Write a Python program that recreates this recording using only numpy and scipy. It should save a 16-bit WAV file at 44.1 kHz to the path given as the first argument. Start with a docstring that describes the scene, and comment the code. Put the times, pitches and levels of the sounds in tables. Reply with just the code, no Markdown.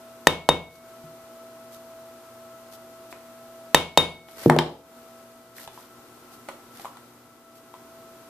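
"""Leather tooling at the workbench

A stereo microphone stands close to a brass tray. A rawhide mallet drives a steel stamp into leather in
two pairs of blows; steel, tray and bench ring, and each blow overloads the input and ducks the gain.
The mallet is dropped on the bench. Hands tap and rub the work over room air, hum and a small motor."""
import sys
import numpy as np
from scipy import signal
from scipy.fft import rfft, irfft
from scipy.io import wavfile
from scipy.ndimage import minimum_filter1d

SR = 44100
rng = np.random.default_rng(int(sys.argv[2]) if len(sys.argv) > 2 else 0)


def wrap_up_sound(samples):
    """Save the sound to the file named by the first command line argument, as 16-bit audio."""
    columns = np.atleast_2d(samples).T
    # keep every value between -1 and 1, then stretch to whole-number steps
    tamed = np.clip(columns, -1, 1)
    steps = np.round(tamed * 32767).astype(np.int16)
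    wavfile.write(sys.argv[1], SR, steps)


N = 365588
TIME = np.arange(N) / SR
T = np.arange(SR) / SR  # one second of ringing

# modes of the bench top: f/Hz, level/dB, t60/s
BENCH_TOP = [(76, -39, 0.5), (121.3, -38, 0.58), (155.5, -14.5, 0.27), (175, -37, 0.76), (239, -19.5, 0.25),
             (279.5, -30, 0.76), (349.4, -22, 0.38), (396.5, -31, 0.36), (463, -24.5, 0.45)]


def gain_of(db):
    """Decibels to amplitude."""
    return 10 ** (np.asarray(db) / 20)


def unit_rms(x):
    """Scales to rms 1."""
    return x / np.sqrt(np.mean(x ** 2) + 1e-20)


def at_hz(points, hz):
    """Reads a table on a log-frequency axis."""
    f, value = np.transpose(points)
    return np.interp(np.log(hz + 1), np.log(f + 1), value)


def add(mix, s, sound):
    """Adds a sound to both channels at time s."""
    part = mix[:, round(s * SR):][:, :sound.shape[-1]]
    part += sound[..., :part.shape[1]]


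def low_pass(x, hz):
    """Steep band limit."""
    return signal.oaconvolve(x, signal.firwin(401, hz, window=("kaiser", 9), fs=SR)[None], "same")


def low_cut(x, hz, order=2):
    """Gentle bass roll-off."""
    return signal.sosfilt(signal.butter(order, hz, "high", fs=SR, output="sos"), x)


def drift(rate_hz):
    """Random wander of rms 1, mostly slower than rate_hz."""
    roll_off = 1 + (np.fft.rfftfreq(N, 1 / SR) / rate_hz) ** 4
    return unit_rms(irfft(rfft(rng.standard_normal(N)) / roll_off, N))


def diffuse(spectrum, size):
    """Coloured noise of rms 1 at two close capsules: alike in the bass, unrelated in the treble."""
    # likeness of left and right: f/Hz, coherence
    coherence = [(60, 0.7), (300, 0.94), (700, 0.82), (1400, 0.52), (3100, 0.018), (7000, 0.0075)]
    hz = np.fft.rfftfreq(size, 1 / SR)
    mid, side = np.exp(2j * np.pi * rng.random((2, len(hz))))
    alike = np.clip(at_hz(coherence, hz), -1, 1)
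    mid, side = mid * np.sqrt(1 + alike), side * np.sqrt(1 - alike)
    return unit_rms(irfft(np.array([mid + side, mid - side]) * gain_of(at_hz(spectrum, hz)), size))


def ring(modes):
    """Dying sines (f/Hz, level/dB, t60/s), neighbours swinging in opposite directions."""
    return sum((-1) ** k * gain_of(db - 60 * T / t60) * np.sin(2 * np.pi * hz * T)
               for k, (hz, db, t60) in enumerate(modes))


def room_tail(spectrum):
    """Scattered reflections of energy 1 a channel, each band dying at its own speed."""
    # reverberation of the workshop: f/Hz, t60/s
    decay = [(100, 0.33), (500, 0.42), (1500, 0.29), (4000, 0.37), (8000, 0.32), (14000, 0.18)]
    hz, t, bands = signal.stft(diffuse(spectrum, SR), SR, nperseg=256)
    bands = bands * gain_of(-60 * t / at_hz(decay, hz)[:, None])
    tail = signal.istft(bands, SR, nperseg=256)[1][:, :SR] * (1 - np.exp(-T / 0.00086))
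    return tail / np.sqrt((tail ** 2).sum() / 2)


def in_room(x, wet_db, treble_db):
    """Direct sound plus the workshop's reflections."""
    reflections = room_tail([(50, 0.00142), (900, 0.0064), (2500, treble_db), (15000, treble_db)])
    return x + gain_of(wet_db) * signal.fftconvolve(x, reflections, axes=1)[:, :N]


def room_air(wash_fade, air_db=-50.5, wash_db=-60):
    """Moving air and microphone hiss; a low wash fades in under them."""
    # spectrum of air and hiss: f/Hz, level/dB
    air = [(25, -19.5), (80, -8), (140, -8.5), (200, -8), (290, -1), (450, -4.5), (750, -5), (1100, -6),
           (1400, -4.5), (1800, -13), (3000, -14.5), (7000, -17), (11000, -17.5), (14000, -14.5)]
    # spectrum of the wash: f/Hz, level/dB
    wash = [(60, -45), (90, -20), (115, 4.5), (190, -9), (290, 6), (420, -0.5), (800, -25), (3000, -64)]
    steady = gain_of(air_db) * diffuse(air, N) * gain_of([[.7], [-.7]])
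    return steady + gain_of(wash_db) * diffuse(wash, N) * wash_fade


def mains_hum(waver=0.28):
    """Hum in the centre, each tone wavering in level and phase."""
    # tones of the hum: f/Hz, rms level/dB
    tones = [(120, -67), (240, -59), (360, -63.5), (482, -67.5), (791, -71), (1053, -70)]
    hum = np.zeros(N)
    for hz, db in tones:
        tone = np.exp(2j * np.pi * (hz * TIME + rng.random()))
        wavering = 1 + waver * (drift(7.8) + 1j * drift(7))
        hum += gain_of(db) * (tone * wavering).real
    return np.sqrt(2) * hum


def motor(wash_fade, dips, waver_db=1.1, octave_db=-60, octave_waver_db=2.5, third_db=-74):
    """A thin whine wanders in pitch and level; its octave gains 1 dB with the wash and takes the dips."""
    # pitch of the whine: t/s, f/Hz
    pitch_curve = [(0, 657), (1, 658), (5.4, 658), (6.1, 663), (7.1, 663.5), (7.8, 659.5)]
    # strength of the fundamental: t/s, rms level/dB
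    level = [(0, -48.5), (3.7, -48), (5.3, -53), (5.9, -60.5), (7.05, -67.5), (7.6, -56.5), (8.29, -51)]
    pitch_hz, whine_db = (np.interp(TIME, *np.transpose(curve)) for curve in (pitch_curve, level))
    phase = 2 * np.pi * np.cumsum(pitch_hz + 0.32 * drift(3.34)) / SR
    whine = gain_of(whine_db + waver_db * drift(3.9)) * np.sin(phase)
    octave = gain_of(octave_db + wash_fade + octave_waver_db * drift(21)) * np.sin(2 * phase)
    third = gain_of(third_db) * np.sin(3 * phase)
    return np.sqrt(2) * (whine + dips * octave * gain_of([[2], [-2.5]]) + third)


def stamp_blows(scatter_db=19, splash_db=-7, splash_s=0.0034, slap_db=-3, slap_s=.0019):
    """Mallet on stamp. The first of a pair barks and seats it; the second cracks less and rings more."""
    # mallet blows: t/s, force/dB, seating of the stamp/0-1, hardness/dB
    blows = [(0.2705, -2, 0, -1), (0.4895, -2, 0.91, -1), (3.7462, -2.5, 0.11, 2), (3.9746, -2.5, 1, 4)]
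    # dead thump of the stamp entering leather: f/Hz, level/dB, t60/s
    thump = [(234, 6.5, 0.012), (564, 17.5, 0.0078), (988, 16.5, 0.0088)]
    # crack of the mallet face: f/Hz, level/dB, t60/s
    face_modes = [(2922, 5, 0.0075), (6050, 2, 0.0034), (8150, -1, 0.0023), (12010, -6.5, 0.0028)]
    # modes of tray and bench: f/Hz, level/dB, t60/s
    tray = [(80, -25, .45), (148, -22, .4), (167, -21, .5), (228, -28, .3), (355, -24, .33),
            (482, -17, .31), (511, -17, .2), (587, -22, .27), (607, -21, .25), (851, -25, .24),
            (942, -23, .22), (998, -26, .3), (1845, -31, .24), (2616, -31, .3), (2790, -31, .28),
            (2960, -34, .3)]
    # spectrum of a blow scattered by the room: f/Hz, level/dB
    scatter_spectrum = [(40, -8.5), (150, 2), (500, -1.5), (1000, 1.5), (1450, -8.5), (1900, -11.5),
                        (3000, -5.5), (4300, -17), (7000, -24.5), (14000, -23.5)]
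    strikes, ringing = np.zeros((2, 2, N))
    scatter = gain_of(scatter_db) * room_tail(scatter_spectrum)
    bright_tail = low_cut(scatter, 1500, order=1)
    splash = diffuse([(100, -12.5), (2500, -7.5), (5000, -3.5), (14000, -15.5)], SR)
    splash *= gain_of(splash_db) * np.exp(-T / splash_s)
    crack = (ring(face_modes) + splash) * gain_of([[1.2], [-1.2]])
    body = ring(thump) + ring(tray) + scatter - bright_tail
    for s, force_db, seated, hard_db in blows:
        body_db, crack_db = -3.1 + 1.76 * seated, hard_db - 3.5 * seated
        bark = ring([(1830, 10.5 - 17.5 * seated, .013)])
        face = gain_of(crack_db) * crack - bark
        tail = gain_of(1.9 * crack_db) * bright_tail  # a duller crack leaves a duller tail
        add(strikes, s, gain_of(force_db) * (gain_of(body_db) * body + face + tail))
        add(strikes, s + slap_s, gain_of(force_db + crack_db + slap_db) * crack)  # back off the tray
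        add(ringing, s, gain_of(force_db) * steel_ring(seated, hard_db))
    ringing = in_room(ringing, wet_db=-13, treble_db=0)  # reflections make the notes flutter
    return in_room(strikes, wet_db=-20, treble_db=4) + ringing


def steel_ring(seated, hard_db, beat_hz=7, low_rise_s=.016):
    """The stamp's low note swells in, its high note beats with a twin; hard blows wake the overtones."""
    # the steel's two main notes: f/Hz, t60/s
    notes = [(2202, .55), (3701, .2)]
    # its faint overtones: f/Hz, level/dB, t60/s
    upper_modes = [(4560, -44, .55), (4920, -40, .27), (7098, -40, .31), (9270, -47, .45), (10520, -43, .4)]
    (low_hz, low_t60), (high_hz, high_t60) = notes
    low_db, high_db = -25 + 0.5 * seated + hard_db / 2, -12.5 + 5 * seated + 1.4 * hard_db
    low = ring([(low_hz, low_db, low_t60)]) * (1 - np.exp(-T / low_rise_s))
    high = ring([(high_hz, high_db, high_t60)])
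    twin = ring([(high_hz + beat_hz, .3 * high_db - 20, 0.1)])
    overtones = gain_of(-5 + 2.4 * hard_db) * ring(upper_modes)
    return low * gain_of([[-.5], [.5]]) + (high + twin) * gain_of([[1], [-1]]) + overtones


def rubbing(full_drag_s=0.28, grain_db=2.5):
    """Skin slides on leather in grainy swells; the longer the stroke, the more drag under its hiss."""
    # finger strokes: t/s, length/s, level/dB
    strokes = [(0.748, 0.11, -54), (1.745, 0.078, -51.5), (2.74, 0.066, -49.5), (3.118, 0.037, -52),
               (4.313, 0.11, -52.5), (4.459, 0.23, -42.5), (5.611, 0.14, -45.5), (5.79, 0.19, -54),
               (6.338, 0.075, -52.5), (6.808, 0.21, -51), (7.572, .07, -55.5)]
    # spectrum of light brushing: f/Hz, level/dB
    hiss_spectrum = [(1000, -49), (3000, -0.5), (5000, 0.5), (7000, -2.5), (9500, -3), (12700, 3),
                     (14300, -3), (15000, -30)]
    # spectrum of dragged leather: f/Hz, level/dB
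    drag_spectrum = [(30, -35), (90, -8), (300, 2), (1000, -2), (2000, -1.5), (4000, -16), (9000, -28)]
    hiss, drag = np.zeros((2, N))
    for s, length, db in strokes:
        swell = gain_of(db) * np.cos(np.pi * np.clip((TIME - s) / length, -.5, .5))
        hiss += swell
        drag += swell * length / full_drag_s
    friction = hiss * diffuse(hiss_spectrum, N) + drag * diffuse(drag_spectrum, N)
    return friction * gain_of(grain_db * drift(160))


def knock(db, hz, t60, click_db, rise_cycles=0.49, click_s=0.0034):
    """A damped swing that builds up while the contact lasts, and the click of touching."""
    # spectrum of the click: f/Hz, level/dB
    click_spectrum = [(60, -25), (200, 5), (900, 8), (2000, -1.5), (3500, -2.5), (5000, -12), (9000, -11),
                      (15000, -17)]
    swing = low_cut(ring([(hz, db, t60)]), 0.77 * hz)  # little bass under the swing
    click = gain_of(click_db) * diffuse(click_spectrum, SR) * np.exp(-T / click_s)
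    return swing * (1 - np.exp(-T * hz / rise_cycles)) + click


def tapping(decay_cycles=12.2, nudge_s=1.038, nudge_db=-30):
    """Hands and tools tap lightly; the stamp set down on the leather nudges the bench's lowest modes."""
    # light taps: t/s, level/dB, f/Hz, click/dB
    taps = [(3.1265, -27.5, 2470, -36), (4.286, -31.5, 3060, -38.5), (5.5835, -26, 1883, -59),
            (5.676, -22.5, 860, -33), (5.7759, -28, 1000, -44), (6.487, -23.5, 1180, -28),
            (6.491, -23.5, 1050, -34), (6.7969, -29, 810, -35.5), (6.847, -20.5, 875, -36),
            (6.8547, -16.5, 1080, -33.5), (6.9701, -33, 1010, -40), (7.7398, -26, 996, -42)]
    out = np.zeros((2, N))
    for s, db, hz, click_db in taps:
        add(out, s, knock(db, hz, decay_cycles / hz, click_db))
    add(out, nudge_s, gain_of(nudge_db) * ring(BENCH_TOP[:3]))
    return in_room(out, wet_db=-3.5, treble_db=2.5)


def mallet_drop(thud_t60=0.0071, bench_rise_s=0.0042, clink_s=4.5878):
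    """The head thuds, rocks and clacks on the bench; steel tools or the tray clink at the last landing."""
    # landings of the head: t/s, thud/dB, f/Hz, hardness/dB, bench ring/dB
    landings = [(4.4605, 19.5, 264, -27.5, 8.5), (4.498, 13.5, 794, -8, 5.5), (4.526, -15, 786, -42, 1),
                (4.564, 8.5, 540, -20.5, -1.5), (4.5887, 4.5, 960, -9.5, -8)]
    # modes of the rawhide head: f/Hz, level/dB, t60/s
    head = [(1310, -9, 0.0042), (1820, 2.5, 0.0067), (2300, -1, 0.0032)]
    # modes of a bright metallic clink: f/Hz, level/dB, t60/s
    clink = [(845, -30, 0.33), (1474, -26, 0.089), (2890, -10, 0.0072), (3150, -14.5, 0.053),
             (3500, 5, 0.002), (5270, -23.5, 0.054)]
    impacts, bench = np.zeros((2, 2, N))
    for s, db, hz, hard_db, bench_db in landings:
        clack = gain_of(23 + 3.07 * hard_db) * ring(head)  # grows faster than the click
        add(impacts, s, knock(db, hz, thud_t60, hard_db) + clack)
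        add(bench, s, gain_of(bench_db) * ring(BENCH_TOP) * (1 - np.exp(-T / bench_rise_s)))
    add(impacts, clink_s, ring(clink))
    return low_cut(in_room(impacts, wet_db=-7.5, treble_db=-5.5) + bench, 70)


def scene(wash_from_s=5.8, wash_rise_s=0.2):
    """The work lies close, a little left of the microphone, with the workshop's room tone behind."""
    # the background sinks briefly: t/s, half width/s, depth/dB
    lulls = [(5.55, 0.3, 3), (7.4, 0.35, 4)]
    work = (stamp_blows() + mallet_drop() + tapping() + rubbing()) * gain_of([[.4], [-.4]])
    dips = gain_of(-sum(db * np.exp(-((TIME - s) / width) ** 2) for s, width, db in lulls))
    wash_fade = np.clip((TIME - wash_from_s) / wash_rise_s, 0, 1)
    room_tone = dips * (room_air(wash_fade) + mains_hum()) + motor(wash_fade, dips)
    return low_pass(work + room_tone, 14300)


def record(dry, threshold_db=-20, depth_db=6.0, hold_s=0.19, recover_db_per_s=42, attack_s=0.0038,
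           ceiling=0.98):
    """Automatic gain ducks just after each blow, holds and recovers; the first milliseconds overload."""
    over_db = np.clip(20 * np.log10(abs(dry).max(0) + 1e-9) - threshold_db, 0, depth_db)
    half = int(hold_s * SR / 2)
    held_db = -minimum_filter1d(-over_db, 2 * half + 1, origin=half, mode="constant")
    recovery_db = TIME * recover_db_per_s
    target_db = np.maximum.accumulate(held_db + recovery_db) - recovery_db
    pole = np.exp(-1 / (attack_s * SR))
    duck_db = signal.lfilter([1 - pole], [1, -pole], target_db)
    return low_pass(np.clip(dry * gain_of(-duck_db), -ceiling, ceiling), 15628)


dry = scene()
out = record(dry)
wrap_up_sound(out)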